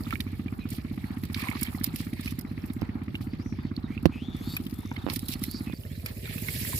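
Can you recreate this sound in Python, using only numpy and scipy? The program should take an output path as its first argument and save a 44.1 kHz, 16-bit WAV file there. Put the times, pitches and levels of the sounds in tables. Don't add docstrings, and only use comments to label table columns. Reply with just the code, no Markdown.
import sys
import numpy as np
from scipy import signal
from scipy.fft import rfft, irfft, next_fast_len
from scipy.io import wavfile
from scipy.ndimage import uniform_filter1d, map_coordinates

SR = 44100
rng = np.random.default_rng(int(sys.argv[2]) if len(sys.argv) > 2 else 0)


def natural_amplitude(level_db):
    exponent = np.asarray(level_db, float) / 20
    return 10 ** exponent


def dump_mix(stems):
    frames = np.atleast_2d(stems).T
    limited = np.clip(frames, -1, 1)
    pcm = np.round(limited * 32767).astype(np.int16)
    wavfile.write(sys.argv[1], SR, pcm)


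N = 299439
T = np.arange(N) / SR
CHANGE_S = 5.7395
AFTER = T >= CHANGE_S
LEFT_DB, RIGHT_DB = 9, -5
ENGINE_SIDES = natural_amplitude([[-1.2], [1.2]])

# time_s, firings_counted
TURNS = [(0.0076, 0), (0.6559, 10), (1.301, 20), (1.9412, 30), (2.324, 36), (2.5781, 40), (2.8927, 45),
         (3.2717, 51), (3.8427, 60), (4.602, 72), (5.2306, 82), (5.7365, 90)]
# time_s, firings_counted
TURNS_AFTER = [(5.7882, 0), (6.7421, 15)]
# time_s, bark_db, bright_casing_db
IN_VIEW = [(0, .8, -2), (.7, .3, -2), (1.35, 1.2, .3), (2, .8, .3), (2.45, -.6, .3), (2.85, 1.5, -2),
           (3.25, .3, -3), (3.6, 2, -4), (4, 2, -11), (4.3, .3, -11), (4.9, -1, -8), (5.7, .3, -5)]
# start_s, length_s, level_db, large_pocket_share (0-1)
SPLASHES = [(0.089, 0.085, -55, .1), (1.342, 0.13, -43.5, .1), (1.415, .17, -45, .35),
            (1.55, 0.17, -47, .05), (2.151, 0.2, -53, .1), (2.79, .07, -58, .6), (5.075, .05, -45, .5),
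            (6.055, .07, -50, .1), (6.225, 0.15, -49, .05), (6.36, .12, -52, .1), (6.46, 0.36, -56, .19)]
# frequency_hz, density_db_per_hz
RUSTLE = [(2650, -21), (4500, -2.5), (5420, -1.5), (5900, -9), (7530, -2.5), (8600, -4.5), (11100, 3),
          (13600, 2.5), (15000, 0), (16000, -7)]


def unit(x):
    return x / np.sqrt(np.mean(x ** 2) + 1e-20)


def curves(rows, t=T):
    s, *cols = np.transpose(rows)
    return [np.interp(t, s, c) for c in cols]


def wobble(rate):
    coarse = T[::16]
    knots = rng.standard_normal(int(N * rate / SR) + 4)
    return np.interp(T, coarse, map_coordinates(knots, [coarse * rate]))


def coloured(x, points):
    m = next_fast_len(x.shape[-1] + 8192)
    f, db = np.transpose(points)
    gain = natural_amplitude(np.interp(np.log(np.fft.rfftfreq(m, 1 / SR) + 1), np.log(f), db, -120, -120))
    return irfft(rfft(x, m) * gain, m)[..., :x.shape[-1]]


def noise(points, alike, grain_db=0, grain_rate=300):
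    a, b = rng.standard_normal((2, N))
    turn = np.arccos(np.clip(alike, -1, 1)) / 2
    middle, side = np.cos(turn) * a, np.sin(turn) * b
    pair = np.array([middle + side, middle - side])
    return unit(coloured(pair * natural_amplitude(grain_db * wobble(grain_rate)), points))


def patchy(pair, patchy_db):
    z = signal.stft(pair, nperseg=256)[2]
    patches = uniform_filter1d(rng.standard_normal(z.shape[1:]), size=7, axis=0)
    patches = uniform_filter1d(patches, size=8, axis=1)
    return unit(signal.istft(z * natural_amplitude(patchy_db * unit(patches)), nperseg=256)[1][:, :N])


def humps(rows, skew):
    out = np.zeros(N)
    for s, length, db, *_ in rows:
        span = slice(round(s * SR), round((s + length) * SR))
        out[span] += natural_amplitude(db) * np.sin(np.pi * np.clip((T[span] - s) / length, 0, 1) ** skew)
    return out


def sided(pan_db):
    left = natural_amplitude(pan_db) / (1 + natural_amplitude(pan_db))
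    return 2 * np.array([left, 1 - left]).reshape(2, -1)


def add(out, x, s, pan_db, lag=0):
    for side, shift, db in zip(out, (0, lag), (pan_db / 2, -pan_db / 2)):
        spot = side[max(round(s * SR) + shift, 0):][:x.shape[-1]]
        spot += natural_amplitude(db) * x[:len(spot)]


def counted(turns):
    s, count = np.transpose(turns)
    beyond_s = np.minimum(T - s[0], 0) + np.maximum(T - s[-1], 0)
    return np.interp(T, s, count) + beyond_s / .064


def firing_count():
    return np.where(AFTER, 100 + counted(TURNS_AFTER), counted(TURNS))


def chirps():
    # start_s, length_s, first_hz, last_hz, level_db
    calls = [
        (.585, .05, 4100, 3900, -54),
        (.595, .07, 2500, 2450, -50),
        (1.04, .08, 4200, 4500, -59),
        (2.465, .05, 3900, 4200, -57),
        (5.655, .085, 2650, 2400, -47),
        (5.735, .048, 4650, 4600, -52),
        (3.83, .05, 3950, 3600, -56),
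        (4.855, .085, 2250, 2100, -56),
        (5.86, .16, 2750, 4500, -59),
    ]
    out = np.zeros((2, N))
    for s, length, first_hz, last_hz, db in calls:
        hz = np.linspace(first_hz, last_hz, round(length * SR))
        husk = 1 + 5.5 * uniform_filter1d(rng.standard_normal(len(hz)), size=70)
        tone = husk * np.sin(2 * np.pi * np.cumsum(hz) / SR)
        add(out, natural_amplitude(db - 1.5) * signal.windows.tukey(len(hz), .6) * tone, s, -6)
    return out


def bird():
    roll_s, roll_gap_s, roll_hz, roll_db = 4.856, .0172, (7600, 4100), -50
    arch_s, arch_gap_s, low_hz, high_hz, arch_db = 4.975, .038, 2500, 3800, -42
    out = np.zeros((2, N))
    slur, u = np.linspace(*roll_hz, 230), np.linspace(0, 1, 1500)
    arch = low_hz + (high_hz - low_hz) * np.sin(np.pi * u ** .7)
    arch_shape = (arch / high_hz) ** 9 * u ** .7
    notes = [(roll_s + k * roll_gap_s, slur, roll_db, np.hanning(len(slur)), LEFT_DB) for k in range(5)]
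    notes += [(arch_s + k * arch_gap_s, arch, arch_db - k, arch_shape, -2) for k in range(3)]
    for s, hz, db, shape, pan_db in notes:
        turns = 2 * np.pi * np.cumsum(hz) / SR
        husk = 1 + .9 * uniform_filter1d(rng.standard_normal(len(hz)), size=12)
        add(out, natural_amplitude(db) * shape * husk * (np.sin(turns) + .1 * np.sin(2 * turns)), s, pan_db)
    return out


def fly():
    # time_s, band_hz, level_db
    passes = [
        [(3.26, 4650, -64), (3.3, 4550, -62), (3.345, 4750, -60)],
        [(3.37, 4250, -57), (3.41, 4800, -54), (3.435, 5600, -59), (3.475, 5850, -60), (3.54, 5550, -64),
         (3.6, 4900, -69), (3.65, 4400, -56), (3.705, 4550, -58)],
        [(3.57, 3370, -63), (3.69, 4000, -62)],
        [(3.87, 1850, -57), (3.925, 2200, -50), (3.97, 2400, -55)],
        [(4.085, 2450, -54), (4.14, 2500, -51), (4.19, 2550, -53), (4.225, 3200, -52), (4.27, 3500, -50),
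         (4.33, 3600, -49), (4.41, 3500, -52), (4.48, 3700, -50), (4.57, 3750, -49)],
        [(4.42, 4050, -55), (4.46, 4350, -50), (4.57, 4650, -47)],
        [(4.37, 5750, -65), (4.43, 6650, -63), (4.5, 7300, -63), (4.57, 7600, -64)],
        [(4.39, 7500, -66), (4.48, 8200, -65), (4.57, 8500, -66)],
        [(4.385, 11300, -61), (4.46, 11700, -57), (4.57, 12200, -57)],
        [(4.72, 3300, -62), (4.82, 3650, -58), (4.97, 3550, -58)],
        [(5.18, 3800, -55), (5.38, 4400, -52)],
        [(5.41, 3700, -54), (5.46, 3950, -48), (5.52, 4480, -42.5), (5.59, 4650, -49), (5.62, 4100, -58),
         (5.68, 3900, -61)],
        [(5.51, 4600, -50), (5.56, 5200, -50), (5.6, 4900, -57)],
    ]
    # time_s, left_right_db, wing_beat_hz, air_share
    place = [(3.3, 5, 168, 1.3), (3.5, 17, 170, 1.3), (3.68, 0, 172, 1.5), (3.9, -8, 178, 1.8),
             (4.17, 2, 172, 1.6), (4.25, 8, 166, .5), (4.37, 6, 166, .5), (4.47, -1, 182, .8),
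             (4.6, 1, 182, .8), (4.8, 5, 163, 1.2), (5.5, -8, 163, 1.2)]
    out = np.zeros((2, N))
    pan_db, beat_hz, airy = curves(place)
    rate = beat_hz * (1 + 0.008 * wobble(6))
    beats = np.cumsum(rate * (1 + 0.012 * wobble(90))) / SR
    flit_db = 2.4 * wobble(28)
    for rows in passes:
        span = slice(round(rows[0][0] * SR), round(rows[-1][0] * SR))
        hz, db = curves(rows, T[span])
        since = beats[span] % 1 / rate[span]
        stroke = since / .0012 * np.exp(-since / .0012)
        tone = 0
        for ratio, gain_db in [(1, 0), (1.68, -22), (1.95, -23)]:
            loss_db = np.maximum(ratio * hz - 6900, 0) / 90 * (ratio > 1)
            tone = tone + natural_amplitude(gain_db - loss_db) * np.sin(2 * np.pi * ratio * hz * since)
        narrow, wide = [unit(uniform_filter1d(rng.standard_normal(len(hz)), size=size)) for size in (110, 26)]
        air = (narrow + .7 * wide) * np.sin(2 * np.pi * np.cumsum(hz) / SR)
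        buzz = unit(unit(stroke * tone) + airy[span] * air)
        add(out, natural_amplitude(db + flit_db[span]) * signal.windows.tukey(len(hz), .2) * buzz, rows[0][0], 0)
    return out * sided(pan_db)


def knocks():
    # start_s, peak_db, low_ring_db, left_loss_db
    bumps = [
        (2.819, -30.5, 9, 13.5),
        (4.056, -12, 3.5, 15),
        (5.0657, -24.5, -20, 12.5),
        (5.0755, -27, -12, 9.5),
        (5.0865, -35, -13, 18),
        (5.132, -38, -13, 12),
        (5.698, -40, 9, 14.5),
    ]
    # start_s, peak_db, low_ring_db, left_loss_db
    rebounds = [(4.0617, -19, -10, 15)]
    # frequency_hz, level_db, t60_s
    modes = [(85.3, -8.5, 0.07), (157.2, -9.5, .07), (320.6, 3, 0.022), (513, -1, 0.013), (740, -4, .01),
             (980, -7, 0.009), (1400, -12, .005), (2700, -7, 0.004)]
    hard_s, soft_s = .00013, .0012
    out, t = np.zeros((2, N)), np.arange(SR // 5) / SR
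    contacts = [(*row, hard_s) for row in bumps] + [(*row, soft_s) for row in rebounds]
    for s, db, low_db, loss_db, build_s in contacts:
        ring = 0
        for hz, level, t60 in modes:
            decay = natural_amplitude(level + low_db * (hz < 300) - 60 * t / t60)
            ring = ring + np.sign(300 - hz) * decay * np.sin(2 * np.pi * hz * t)
        add(out, natural_amplitude(db) * (1 - np.exp(-t / build_s)) * ring, s + 0.00038, -2 * loss_db)
    return out * natural_amplitude(-3)


def field():
    # frequency_hz, density_db_per_hz
    slosh_bands = [(450, -36), (750, 2), (1000, -2), (1300, -1), (1800, -8), (2500, -68)]
    stir_bands = [(1200, -38), (1700, -3), (2250, 0), (3000, -6.5), (4400, -5.5), (5500, -16), (8000, -33)]
    # time_s, effort_db
    effort_rows = [(0, -55), (.4, -68), (.83, -66.5), (1.25, -63.5), (1.4, -55), (1.68, -57.5), (2.15, -60),
                   (2.42, -68.5), (2.72, -65), (2.87, -74), (3.54, -75), (4.25, -72), (4.58, -63),
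                   (4.85, -66), (5.31, -58), (6.05, -58.5), (6.54, -40.5), (6.79, -39)]
    # start_s, length_s, level_db
    swishes = [(0.69, 0.11, -52.5), (0.903, 0.1, -67), (1.354, 0.08, -56), (1.837, 0.044, -49),
               (1.928, 0.12, -49), (2.233, .1, -54), (3.138, 0.05, -63), (3.2, 0.07, -59),
               (4.36, 0.25, -60), (5.09, .09, -46), (5.269, 0.085, -47), (5.408, 0.074, -48),
               (6.05, 0.045, -55)]
    # start_s, length_s, level_db
    trickle = [(1.5, 4.2, -68)]
    effort, splash = natural_amplitude(curves(effort_rows)[0]), humps(SPLASHES, skew=.8)
    large_splash = humps([row for row in SPLASHES if row[-1] > .2], skew=.8)

    water = natural_amplitude(np.where(AFTER, -77, -65.5)) + natural_amplitude(-10) * large_splash + natural_amplitude(-21.5) * effort
    water = water + humps(trickle, skew=1.1)
    mud = natural_amplitude(np.where(AFTER, -68, -63.5)) + natural_amplitude(-7) * splash + natural_amplitude(-9) * effort
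    slosh = water * natural_amplitude(4.5 + 3.3 * wobble(11)) * noise(slosh_bands, alike=0.039, grain_db=1.5, grain_rate=60)
    stirred = patchy(noise(stir_bands, alike=0.021, grain_db=2.2, grain_rate=130), patchy_db=2.5)
    stir = mud * natural_amplitude(4 + 2.1 * wobble(14)) * stirred

    strokes = humps(swishes, skew=1.04) * natural_amplitude(3 * wobble(70))
    brushed = effort * natural_amplitude(np.where(AFTER, .8, 2.2) * wobble(22)) + .8 * strokes
    blades = noise(RUSTLE, alike=0.059, grain_db=np.where(AFTER, 1.2, 2.8), grain_rate=200)
    rustle = natural_amplitude(5) * brushed * patchy(blades, patchy_db=2.5)
    wet_bands = [(1500, -35), (2200, 3), (4500, 4), (6000, -4), (7500, -40)]
    wet = natural_amplitude(4) * strokes * noise(wet_bands, alike=.05, grain_db=3.5, grain_rate=120)
    on_left = (T > 2.9) & (T < 5.04)
    return slosh + (stir + wet) * sided(RIGHT_DB) + rustle * sided(np.where(on_left, LEFT_DB, RIGHT_DB))


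def bubbles():
    small_hz, large_hz, spread, life_cycles = 2150, 1000, 1.75, 2.1
    out, t = np.zeros((2, N)), np.arange(SR // 80) / SR
    for s, length, db, large in SPLASHES:
        for when, kind, pitch, size, side in rng.random((90, 5)):
            hz = (small_hz if kind > large else large_hz) * spread ** (pitch - .5)
            ring = np.sin(2 * np.pi * hz * (t + 4 * t * t)) * t * hz * np.exp(-t * hz / life_cycles)
            pan_db, lag = -6 + 8 * (side - .5), round(30 * side) - 8
            add(out, natural_amplitude(db + 3.5 - 13 * size) * ring, s + when * length, pan_db, lag=lag)
    return out


def pops():
    # start_s, peak_db, pitch_hz, left_right_db
    pockets = [(0.107, -30.5, 2220, -12), (0.126, -25, 1296, -11), (0.127, -34, 1950, -11),
               (0.155, -37.5, 2230, -23), (0.204, -27, 3620, -7), (0.482, -42.5, 2320, -19),
               (1.344, -31, 3720, -11), (1.471, -30.5, 985, 2), (1.485, -32, 2170, -17.5),
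               (1.512, -31, 2130, -17), (1.552, -34, 1090, -5), (1.623, -29, 2190, -9.5),
               (1.776, -40, 780, 2), (1.784, -44, 4150, -13), (2.276, -26, 2386, -5),
               (3.153, -27.5, 2745, -4), (3.765, -36, 4250, -14), (3.977, -45.5, 2540, -27),
               (4.566, -21, 2383, -3.5), (4.914, -31, 900, 0), (4.914, -39, 1450, 0),
               (4.915, -41, 2200, -4), (4.963, -36, 2080, -19), (5.099, -30, 4240, -13),
               (5.159, -31, 4360, -4), (5.283, -33, 3840, -12), (5.315, -34, 3790, -8),
               (6.061, -29, 2354, -4.5), (6.256, -37, 2300, -9.5), (6.38, -38, 2540, -18.5),
               (6.485, -30, 2084, -19), (6.649, -33, 1900, -9), (6.73, -33.5, 1004, 1)]
    # start_s, peak_db, pitch_hz
    gurgles = [(.036, -41, 4600), (.056, -42, 3500), (.066, -40, 1250), (.136, -39, 3500),
               (.275, -44, 2300), (1.358, -38, 3000), (1.374, -34, 2270), (1.383, -39, 1100),
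               (1.394, -36, 2350), (1.404, -38, 1200), (1.421, -32, 2300), (1.437, -34, 1050),
               (1.443, -37, 2150), (1.454, -38, 1050), (1.514, -35, 1000), (1.524, -36, 850),
               (1.532, -38, 1250), (1.552, -38, 4000), (1.566, -39, 1150), (1.652, -37, 2100),
               (1.666, -36, 3100), (1.672, -37, 2200), (1.728, -43, 1230), (1.788, -41, 1200),
               (1.811, -41, 1680), (2.62, -47, 5300), (2.7, -45, 3700), (3.145, -39, 2100),
               (3.335, -50, 4800), (3.71, -46, 1550), (3.832, -47, 4000), (4.666, -39, 3040),
               (4.709, -46, 4750), (4.831, -43, 900), (4.958, -44, 3600), (4.966, -41, 4250),
               (4.967, -41, 3050), (4.979, -44, 1250), (5.11, -40, 2300), (5.606, -42, 2160),
               (5.724, -39, 3400), (5.73, -39, 1850), (5.775, -46, 5200), (5.81, -48, 5000),
               (5.835, -45, 2850), (5.851, -46, 1750), (5.862, -46, 2000), (5.953, -48, 2100),
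               (5.962, -46, 4150), (5.998, -48, 2370), (6.03, -45, 650), (6.056, -44, 1250),
               (6.075, -43, 1750), (6.092, -45, 2400), (6.171, -45, 2480), (6.256, -42, 3650),
               (6.275, -42, 1400), (6.284, -41, 2310), (6.31, -39, 3100), (6.325, -43, 1750),
               (6.422, -43, 2210), (6.447, -41, 2340), (6.745, -42, 900), (6.777, -37, 2600)]
    t60_s, quick_hz = .029, 2500
    out, t = np.zeros((2, N)), np.arange(SR // 20) / SR
    for s, db, hz, pan_db in pockets + [(*row, -6) for row in gurgles]:
        spray = uniform_filter1d(uniform_filter1d(rng.standard_normal(len(t)), size=24), size=14)
        ring = np.sin(2 * np.pi * hz * (t + 3 * t * t)) * (1 + 2.4 * spray)
        decay = natural_amplitude(db + 4.5 - 60 * t / t60_s * max(hz / quick_hz, 1) ** 1.4)
        add(out, decay * (1 - np.exp(-t * hz / .7)) * ring, s, pan_db, lag=9)
    return out


def snaps():
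    # start_s, peak_db
    stalks = [(0.702, -28), (1.1812, -43.5), (1.5, -32), (1.6105, -21), (1.63, -12), (1.637, -34),
              (1.648, -36), (1.66, -38), (1.8355, -24), (1.8415, -12), (1.864, -35), (2.2095, -34),
              (2.3888, -26), (2.41, -33), (2.66, -46), (2.733, -42), (5.1342, -22), (5.1598, -14.5),
              (5.284, -24), (5.299, -28), (5.316, -27), (5.331, -26), (5.3921, -38), (5.4306, -30),
              (5.436, -15), (5.5118, -29)]
    # start_s, peak_db, body_db
    twigs = [(0.2034, -29, 11.5), (0.6876, -42, 1), (1.235, -37, 2), (1.2515, -36, -1), (1.3275, -36, -7),
             (1.3443, -32, 12), (1.4805, -38, -6), (1.5913, -36, -4), (1.7974, -41, 0), (1.842, -30, 4),
             (1.9589, -30, 0), (2.2448, -38, -5), (2.046, -40, 0), (2.132, -41, 2), (2.2573, -32, 5),
             (2.2787, -37, 5), (2.307, -36, -3), (2.8127, -44, 9), (5.0983, -34, 9), (5.16, -28, 4),
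             (5.1921, -33.5, -4), (5.286, -34, 6), (5.336, -31, 5), (5.438, -31, 5), (5.2594, -42, -6),
             (6.0596, -24, -7), (6.483, -31, 4)]
    # start_s, peak_db, body_db
    brush = [(0.1055, -36.5, 0), (3.0339, -50, -10), (3.1512, -46.5, -3), (3.2121, -46, -8),
             (3.761, -49, -3), (4.026, -46, -7), (4.0553, -32, 9), (4.3633, -43, -8), (4.499, -42, -14),
             (4.523, -41, -14), (4.543, -40, -14), (4.609, -45, -14), (4.65, -44, -8), (4.666, -40, 0),
             (4.709, -44, -6), (4.5657, -21.5, -6), (4.6365, -45, 2), (4.6962, -44, 0), (4.739, -40, -12),
             (4.786, -41, -14)]
    edge, body, t = np.zeros((2, N)), np.zeros((2, N)), np.arange(SR // 10) / SR
    rows = [(s, db, -21, -8) for s, db in stalks]
    rows += [(*row, -7) for row in twigs]
    rows += [(*row, 10) for row in brush]
    for s, db, body_db, pan_db in rows:
        t60_s = .026 - .0004 * (db + 35)
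        burst = natural_amplitude(db - 60 * t / max(t60_s, .003)) * (1 - np.exp(-t / 0.0014)) * rng.standard_normal(len(t))
        spurts = np.repeat(rng.standard_normal(len(t) // 30 + 1), 30)[:len(t)]
        burst *= natural_amplitude(3.6 * spurts)
        lag = round(-pan_db * rng.uniform(-1, 3.5))
        add(edge, burst, s, pan_db, lag=lag)
        add(body, natural_amplitude(body_db) * burst, s, pan_db, lag=lag)
    edge_bands = [(hz, 0.89 * db - 5 * (hz < 8000)) for hz, db in RUSTLE]
    bright = coloured(patchy(edge, patchy_db=2.2) * np.sqrt(np.mean(edge ** 2)), edge_bands)
    dull = coloured(body, [(900, -37), (1900, 2), (4800, -1), (6000, -5), (7500, -40)])
    return natural_amplitude(3) * bright + natural_amplitude(2.5) * dull


def hum():
    # multiple, level_db
    frame_lines = [(6, -49.5), (7, -53)]
    # frequency_hz, level_db
    impeller = [(53.3, -49), (66.5, -51)]
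    count = firing_count()
    frame = sum(natural_amplitude(db + 2.2 * wobble(2.5)) * np.sin(2 * np.pi * k * count) for k, db in frame_lines)
    wheel = sum(natural_amplitude(db + 1.2 * wobble(3)) * np.sin(2 * np.pi * hz * T + .4 * wobble(3)) for hz, db in impeller)
    return (frame + wheel) * ENGINE_SIDES


def clatter():
    panel_hz = (790, 1240, 1780, 2150)
    out, t = np.zeros((2, N)), np.arange(SR // 40) / SR
    s, count = np.transpose(TURNS)
    for firing_s in np.interp(np.arange(count[-1]), count, s):
        bright_db = curves(IN_VIEW, firing_s)[1]
        for panel, pitch, late, size, side in rng.random((4, 5)):
            hz = panel_hz[int(4 * panel)] * (1 + .16 * (pitch - .5))
            ring = natural_amplitude(-60 * t / .024) * (1 - np.exp(-t / .0009)) * np.sin(2 * np.pi * hz * t)
            db = -40 - 16 * size + (panel > .5) * bright_db
            add(out, natural_amplitude(db) * ring, firing_s + .04 * late ** 2, 9 * (side - .6), lag=round(40 * side) - 20)
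    return out


def engine_bark(since, firing, bared_db):
    # delay_s, pitch_hz, spread_s, phase_rad, level_db, level_after_change_db
    paths = [
        (.0006, 230, 0.004, -0.56, -21.7, -26.5),
        (.0082, 135, 0.0045, -1.5, -28.5, -29),
        (.0145, 130, .0028, 1.6, -33, -34.5),
        (.0198, 129, 0.004, -1.6, -33.5, -31.5),
    ]
    bark, near = np.zeros((2, N)), since < .034
    since, firing, after, bared_db, t = since[near], firing[near], AFTER[near], bared_db[near], T[near]
    for path, (delay, hz, spread, phase, db, later_db) in enumerate(paths):
        size, late = rng.standard_normal((2, 130))[:, firing] * (1 + 0.56 * (path > 0))
        u = since - delay - 0.00017 * late + np.array([[-.00012], [.00012]])
        level_db = np.where(after, later_db + 4 * (t - 6.2), db + bared_db)
        gain = natural_amplitude(level_db + np.where(after, 2.2, 1.1) * size)
        pulse = np.exp(-(u / (spread * np.where(u < 0, .7, 1))) ** 2)
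        bark[:, near] += gain * pulse * np.sin(2 * np.pi * hz * np.where(after, .85, 1) * u + phase)
    return bark


def engine():
    # frequency_hz, density_db_per_hz
    rumble_bands = [(30, -51), (52, -9), (90, .5), (130, -1.5), (170, -5.5), (250, -120)]
    rasp_bands = [(70, -120), (120, -8), (150, 0), (240, -2), (330, -8), (410, -13), (480, -53)]
    haze_bands = [(250, -27), (330, 2.5), (480, -1.5), (560, -5), (640, -2.5), (720, -16.5), (900, -43)]
    # frequency_hz, density_db_per_hz
    low_bands = [(600, -40), (900, -8), (1200, 0), (1450, -6), (1800, -30)]
    thin_bands = [(1300, -30), (1650, -4), (1900, 2), (2300, 0), (3000, -14), (5500, -30)]
    # level_db at the first spot, then just after the change
    first_db = [-43, -42.5, -60.5]
    changed_db = [-46.5, -54.5, -58]
    growth = [8.6, 11.5, 7]
    lead = .3
    count = firing_count() + lead
    firing = np.floor(count).astype(int)
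    since = (count - firing - lead) * .0636
    bared_db, bright_db = curves(IN_VIEW)

    def swell(delay, spread):
        return np.exp(-((since - delay) / spread) ** 2)

    rumble_db, rasp_db, haze_db = [np.where(AFTER, later + grows * (T - CHANGE_S), db)
                                   for db, later, grows in zip(first_db, changed_db, growth)]
    rumble_db = rumble_db + 1.6 * wobble(11) + 1.1 * swell(0.016, .02)
    rasp_db = rasp_db - 3 + 1.7 * wobble(25) + 3.1 * swell(0.0089, 0.0082)
    haze_db = haze_db + 2.4 * wobble(20) + 6.3 * swell(0.011, 0.015)
    rumble = natural_amplitude(rumble_db) * noise(rumble_bands, alike=0.88)
    rasp = natural_amplitude(rasp_db) * noise(rasp_bands, alike=.55)
    haze = natural_amplitude(haze_db) * noise(haze_bands, alike=0.19)

    tick_db = np.where(AFTER, -63, -45) + 1.7 * rng.standard_normal((2, 130))[:, firing]
    low = natural_amplitude(tick_db[0] - 4.5) * noise(low_bands, alike=.1, grain_db=1.8, grain_rate=150)
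    thin = natural_amplitude(tick_db[1] + bright_db) * noise(thin_bands, alike=.1, grain_db=1.8, grain_rate=150)
    tick = (swell(.0005, .0025) + .3 * swell(.008, .008)) * (low + thin)
    return (engine_bark(since, firing, bared_db) + rumble + rasp) * ENGINE_SIDES + tick + haze


def scene():
    far = chirps() + bird() + fly()
    hands = knocks() + field() + bubbles() + pops() + snaps()
    return far + hands + hum() + clatter() + engine()


def roll_off(x):
    return signal.sosfilt(signal.butter(12, 16510, fs=SR, output="sos"), x)


def record(dry):
    heard = coloured(dry, [(15, -24), (36, -8), (46, -7), (53, -1.5), (15300, -1.5), (15900, -24), (16700, -30)])
    heard = heard / (1 + np.abs(heard / .84) ** 8) ** (1 / 8)
    return roll_off(heard)


dry = scene()
out = record(dry)
dump_mix(out)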